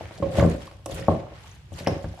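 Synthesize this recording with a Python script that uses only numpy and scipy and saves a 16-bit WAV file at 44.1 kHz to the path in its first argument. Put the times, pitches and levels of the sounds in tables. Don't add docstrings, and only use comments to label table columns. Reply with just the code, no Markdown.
import sys
import numpy as np
from scipy import signal
from scipy.fft import rfft, irfft, next_fast_len
from scipy.io import wavfile
from scipy.ndimage import uniform_filter1d, map_coordinates

SR = 44100
rng = np.random.default_rng(int(sys.argv[2]) if len(sys.argv) > 2 else 0)


def digitize_waveform(pressure):
    field = np.atleast_2d(pressure).T
    bounded = np.clip(field, -1, 1)
    quanta = np.round(bounded * 32767).astype(np.int16)
    wavfile.write(sys.argv[1], SR, quanta)


N = 97020


def amp(db):
    return 10 ** (np.asarray(db) / 20)


def unit(x):
    return x / np.sqrt(np.mean(x ** 2) + 1e-20)


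def along(points, hz):
    point_hz, values = np.transpose(points)
    return np.interp(np.log(hz + 1), np.log(point_hz + 1), values)


def filtered(x, response):
    n = x.shape[-1]
    padded = next_fast_len(n + SR // 4)
    hz = np.fft.rfftfreq(padded, 1 / SR)
    return irfft(rfft(x, padded) * response(hz), padded)[..., :n]


def spread(pair, colour):
    # (frequency [Hz], correlation [0-1])
    likeness = [(60, 1), (150, 0.86), (380, 0.81), (950, 0.21), (2400, 0), (15000, 0)]

    def mid_side_gains(hz):
        angle = np.arccos(np.clip(along(likeness, hz), -1, 1)) / 2
        return amp(along(colour, hz)) * [np.cos(angle), np.sin(angle)]

    mid, side = filtered(pair, mid_side_gains)
    return np.array([mid + side, mid - side])


def ring(modes, attack_s, pitch=1):
    t = np.arange(SR) / SR
    tone = 0
    for hz, db, t60_s in modes:
        tone = tone + amp(db - 60 * t / t60_s) * np.sin(2 * np.pi * hz * pitch * t)
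    return tone * (1 - np.exp(-t / attack_s))


def in_room(x, pan_db=0, wet_db=0, gap_s=0.002):
    # (frequency [Hz], t60 [s])
    decay = [(60, 0.5), (200, 0.35), (600, 0.51), (1500, 0.45), (5000, 0.43), (14000, 0.13)]
    # (frequency [Hz], level over the direct sound [dB])
    tail_colour = [(30, 1), (70, 5), (170, -1.5), (350, 5), (600, -1.5), (1100, 0.5), (2500, 0), (6000, -4),
                   (14000, -2)]
    port_lag_s = .00003

    hz, frame_s, spectrum = signal.stft(rng.standard_normal((2, SR)), SR, nperseg=256)
    t60_s = along(decay, hz)[:, None]
    unit_energy = np.sqrt(2 * np.log(1000) / (t60_s * SR))
    tail = signal.istft(spectrum * amp(-60 * frame_s / t60_s) * unit_energy, SR, nperseg=256)[1][:, :SR]
    t = np.arange(SR) / SR
    tail = spread(tail, tail_colour) * (1 - np.exp(-(t / gap_s) ** 2))

    sides = np.array([[1], [-1]])
    direct = filtered(x, lambda f: amp(sides * pan_db / 2) * np.exp(-1j * np.pi * f * port_lag_s * sides))
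    return direct + amp(wet_db) * signal.fftconvolve(x[None], tail, axes=1)[:, :len(x)]


def add(track, s, x):
    part = track[:, max(round(s * SR), 0):][:, :x.shape[-1]]
    part += x[..., :part.shape[1]]


def hum():
    # (frequency [Hz], relative level [dB])
    colour = [(20, -44), (45, -4), (65, -4), (103, -3), (135, -8.5), (200, -18.5), (400, -39.5),
              (1400, -38.5), (3000, -34), (8500, -51.5), (15000, -58)]
    rms_db = -47.5
    return amp(rms_db) * unit(spread(rng.standard_normal((2, N)), colour))


def clumped(pair, depth_db):
    spectrum = signal.stft(pair, nperseg=256)[2]
    field = rng.standard_normal(spectrum.shape[1:])
    field = uniform_filter1d(field, size=5, axis=0)
    field = uniform_filter1d(field, size=4, axis=1)
    return signal.istft(spectrum * amp(depth_db * unit(field)), nperseg=256)[1][:, :N]


def crackle(colour, share, clump_db):
    grains_per_s, grain_spread_db = 1100, 3
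    hits = rng.random(N) < grains_per_s / SR
    sizes = amp(grain_spread_db * np.minimum(rng.exponential(size=N), 3))
    grains = unit(hits * sizes * rng.standard_normal((2, N)))
    blur = rng.standard_normal((2, N))
    mix = np.sqrt(share) * grains + np.sqrt(1 - share) * blur
    return unit(spread(clumped(mix, clump_db), colour))


def stirring():
    # (peak time [s], swell [s per 20 dB], fade [s per 20 dB],
    # low rumble around the stroke: rubbing and the dying boom of blows [dB],
    # squelch [dB], wet fizz [dB])
    strokes = [(0.031, 0.91, 0.22, -42, -47.5, -59), (0.139, 0.14, 0.22, -79, -51, -56),
               (0.266, 0.098, 0.13, -28.5, -47, -83), (0.386, 0.092, 0.12, -28, -33.5, -39.5),
               (0.518, 0.14, 0.093, -37, -41.5, -49.5), (0.626, 0.13, 0.21, -60, -48.5, -53.5),
               (0.918, 0.055, 0.076, -33.5, -45, -44), (0.981, 0.076, 0.13, -36.5, -39.5, -46.5),
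               (1.101, 0.11, 0.23, -34, -43.5, -58), (1.36, 0.12, 0.34, -70, -50, -77),
               (1.48, 0.23, 0.24, -52.5, -55, -55), (1.733, 0.04, 0.75, -57, -61.5, -53.5),
               (1.788, 0.045, 0.078, -43, -42, -47), (1.918, 0.19, 0.15, -32, -42, -65),
               (2.07, 0.326, 0.22, -54, -54, -63.5), (2.18, 0.25, 0.25, -52, -56, -60)]
    # (frequency [Hz], relative level [dB])
    rumble_colour = [(30, -23.5), (95, 8.5), (200, -12), (330, -4), (540, -4.5), (750, -8), (1000, -41),
                     (1600, -40), (4000, -57)]
    squelch_colour = [(300, -50), (800, 2.5), (1200, -1.5), (1800, 0), (2600, -4), (4000, -10), (7000, -18),
                      (15000, -45)]
    fizz_colour = [(1000, -48), (3000, 2.5), (5000, -1.5), (7000, -3), (10500, -6.5), (13000, -14),
                   (15500, -21.5)]

    t, power = np.arange(N) / SR, np.zeros((3, N))
    for peak_s, swell_s, fade_s, *levels_db in strokes:
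        shape_db = -20 * np.maximum((peak_s - t) / swell_s, (t - peak_s) / fade_s)
        power += amp(np.array(levels_db)[:, None] + shape_db) ** 2
    rumble, squelch, fizz = np.sqrt(power)
    out = rumble * crackle(rumble_colour, share=0.15, clump_db=5.5)
    out += squelch * crackle(squelch_colour, share=0.38, clump_db=1)
    out += fizz * crackle(fizz_colour, share=0.61, clump_db=4.0)
    return out


def knocks():
    # (time [s], bowl [dB], table thump [dB],
    # thump pitch factor, contact cut-off [Hz], left-right [dB])
    blows = [(.009, -31, -31.5, 0.88, 1180, 6), (.055, -42, -32.5, 1.2, 1220, 4),
             (.109, -33.5, -56, 1, 2200, 2), (.200, -23, -22.5, 1.72, 500, 3.5),
             (0.2245, -18, -16, 1.22, 1260, 1.5), (.252, -24, -18, 1.8, 397, -0.5),
             (.356, -25.5, -29, 2.35, 1200, 1.5), (0.3842, -8, -5, 1.24, 810, 3.5),
             (.425, -6, -3.5, 1.04, 670, 2), (0.447, -7.5, -9, 1.36, 586, 8),
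             (0.46, -9, -12, 1.59, 494, -1), (0.712, -37.5, -59, 1.5, 1890, 4),
             (.793, -44.5, -55, 1, 1212, -1), (.860, -24.5, -68, 0.8, 2200, -5),
             (.896, -29, -35, 1.38, 1080, 7), (0.92, -50.5, -21, 0.91, 497, 4),
             (1.005, -36, -21.5, 1.07, 690, 1), (1.083, -4, -6.5, 1.35, 1300, 2.5),
             (1.32, -35, -43, 1, 1240, 1), (1.72, -35, -24.5, 0.87, 1040, 6),
             (1.807, -28.5, -23, 1.4, 740, 1), (1.871, -9, -11, 1.45, 1020, 2.5),
             (2.042, -26.5, -16, 0.94, 940, 2.5)]
    # (frequency [Hz], relative level [dB], t60 [s])
    bowl_modes = [(325, -8, 0.047), (569.7, -7.5, 0.067), (625.4, 0, 0.029), (737.4, -2.5, 0.025),
                  (849, -9, 0.028), (1058, -7.5, 0.032), (1183, -26, 0.0092)]
    table_modes = [(67.4, -3.5, 0.065), (103, 3.5, 0.051), (150.5, -8, 0.066), (232.5, -6.5, 0.029)]
    # (frequency [Hz], relative level [dB], t60 [s])
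    room_low_modes = [(91.54, -21.5, 0.41), (167.2, -13, 0.31), (224.5, -24, 0.35), (291.2, -27.5, 0.33)]
    room_high_modes = [(341.3, -22.5, 0.26), (391, -21.5, 0.35), (495.7, -22.5, 0.25), (539, -28, 0.43),
                       (658, -22.5, 0.34), (717.4, -23.5, 0.38), (781, -33.5, 0.44), (1072, -28, 0.34)]
    contact_s, room_build_s = 0.001, 0.007
    tail_db = -3.5
    wall_echo_s, wall_echo_db = 0.008834, -13

    out = np.zeros((2, N))
    bowl = ring(bowl_modes, contact_s)
    low, high = ring(room_low_modes, room_build_s), ring(room_high_modes, room_build_s)
    for s, bowl_db, thump_db, pitch, cut_hz, pan_db in blows:
        cushion = signal.butter(4, cut_hz, fs=SR, output="sos")
        table = ring(table_modes, attack_s=0.0069, pitch=pitch)
        direct = signal.sosfilt(cushion, amp(bowl_db) * bowl - amp(thump_db) * table)
        boom = signal.sosfilt(cushion, amp(bowl_db) * high - amp(thump_db) * low)
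        add(out, s, in_room(direct, pan_db, wet_db=tail_db) + boom)
        add(out, s + wall_echo_s, amp(wall_echo_db) * direct)
    return out


def pops():
    # (time [s], level [dB], centre [Hz], width [octaves], t60 [s])
    bursts = [(.009, -26.5, 687, 0.25, 0.035), (0.036, -40, 1820, 0.41, 0.016),
              (.055, -28.5, 2020, 0.73, 0.011), (0.1095, -25, 1230, 1.34, 0.01),
              (.176, -43, 4140, 1.1, 0.047), (0.226, -42, 1960, 1.03, 0.11), (.366, -41, 1800, 0.49, .04),
              (.396, -15, 1720, 0.31, 0.015), (0.399, -16, 1660, 0.44, 0.014),
              (0.405, -25, 1076, 0.17, .13), (0.411, -26, 6600, 0.26, 0.0096),
              (0.435, -29, 1120, 0.89, 0.071), (0.498, -28.5, 8100, 0.77, 0.012),
              (0.614, -40, 4000, 0.88, 0.018), (.669, -41, 3160, 1.4, 0.034),
              (0.676, -27, 1120, 0.26, 0.016), (.7115, -32.5, 850, 1.7, 0.016),
              (0.859, -25.5, 9000, 0.56, 0.019), (0.8608, -33.5, 1780, 2.8, 0.022),
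              (0.943, -36, 9250, 0.96, 0.066), (0.9797, -31, 2200, 0.4, 0.024),
              (0.991, -38, 2400, 0.74, 0.012), (1.023, -32, 1750, .5, 0.02), (1.068, -36, 2170, .6, .012),
              (1.268, -32, 860, 0.39, 0.023), (1.443, -44, 900, 0.56, 0.077),
              (1.512, -42, 6360, 0.16, 0.028), (1.786, -41.5, 4200, 0.87, 0.11),
              (1.863, -30.5, 2150, 0.48, 0.078), (1.871, -22, 1530, 1.48, 0.035),
              (2.042, -33, 900, 1.15, 0.039), (2.176, -34, 800, 0.37, 0.027),
              (2.191, -19.5, 800, 0.23, 0.0096)]
    attack_s, tail_db = 0.0018, -7

    out, t = np.zeros((2, N)), np.arange(SR // 2) / SR
    for s, db, centre_hz, octaves, t60_s in bursts:
        def band(hz):
            offset = np.log2((hz + 1) / centre_hz) / octaves
            return 1 / (1 + offset ** 2) ** 2

        burst = unit(filtered(rng.standard_normal(len(t)), band))
        envelope = amp(db - 60 * t / t60_s) * (1 - np.exp(-t / attack_s))
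        add(out, s, in_room(envelope * burst, wet_db=tail_db))
    return out


def rim():
    # (time [s], level [dB], left-right [dB])
    taps = [(.225, -15, -14.5), (.386, -26.5, -11), (1.872, -29, -24)]
    # (frequency [Hz], relative level [dB], t60 [s])
    modes = [(532, -6.5, 0.25), (582, -31.5, 0.22), (1027, -17, 0.087)]
    attack_s = .0013
    sag, sag_s = 0.06, 0.063
    chatter_per_s, roughness = 111.4, .3
    room_db = -3.5

    out, t = np.zeros((2, N)), np.arange(SR) / SR
    pitch = 1 + sag / (1 + t / sag_s)
    for s, db, pan_db in taps:
        chatter = map_coordinates(rng.standard_normal(SR // 20), [t * chatter_per_s], mode="wrap")
        note = amp(db) * ring(modes, attack_s, pitch) * (1 + roughness * chatter)
        panned = note * amp([[pan_db / 2], [-pan_db / 2]])
        add(out, s, panned + amp(room_db) * in_room(note))
    return out


def slides():
    # (start [s], length [s], level [dB], start pitch [Hz], end pitch [Hz])
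    drags = [(0.271, 0.13, -35, 548, 520), (0.864, 0.048, -45, 531, 521), (0.934, 0.129, -41, 564, 520),
             (0.956, 0.09, -43, 411.6, 439), (1.93, .11, -43, 534.5, 555)]
    slips_per_s, waver_share, grip_db = 150, .04, 3

    out = np.zeros((2, N))
    for s, length_s, db, start_hz, end_hz in drags:
        t = np.arange(round(length_s * SR)) / SR
        rows = rng.standard_normal((2, SR // 100))
        grip, waver = (map_coordinates(row, [t * slips_per_s], mode="wrap") for row in rows)
        hz = np.interp(t, [0, length_s], [start_hz, end_hz]) * (1 + waver_share * waver)
        note = np.sin(2 * np.pi * np.cumsum(hz) / SR) * amp(db + grip_db * grip)
        faded = note * signal.windows.tukey(len(t), .5)
        add(out, s, in_room(np.pad(faded, (0, SR // 2))))
    return out


def spoon():
    # (time [s], level [dB], mode pitch factor, left-right [dB])
    clicks = [(0.859, -32, 1.0, -9), (1.8726, -22.5, 0.89, -10), (1.881, -27, 0.94, 7.5)]
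    # (frequency [Hz], relative level [dB], t60 [s])
    modes = [(3200, -12, 0.014), (5740, 0, 0.011), (6070, -4, 0.014), (8460, -29, 0.0082),
             (10200, -26, 0.0133), (11950, -12, 0.012)]

    out = np.zeros((2, N))
    for s, db, pitch, pan_db in clicks:
        add(out, s, in_room(amp(db) * ring(modes, attack_s=0.00044, pitch=pitch), pan_db))
    return out


def scene():
    return hum() + stirring() + knocks() + pops() + rim() + slides() + spoon()


def record(dry):
    bass_cut_hz, top_hz = 52, 15500
    thin = signal.sosfilt(signal.butter(4, bass_cut_hz, "high", fs=SR, output="sos"), dry)
    return filtered(thin, lambda hz: hz < top_hz)


dry = scene()
out = record(dry)
digitize_waveform(out)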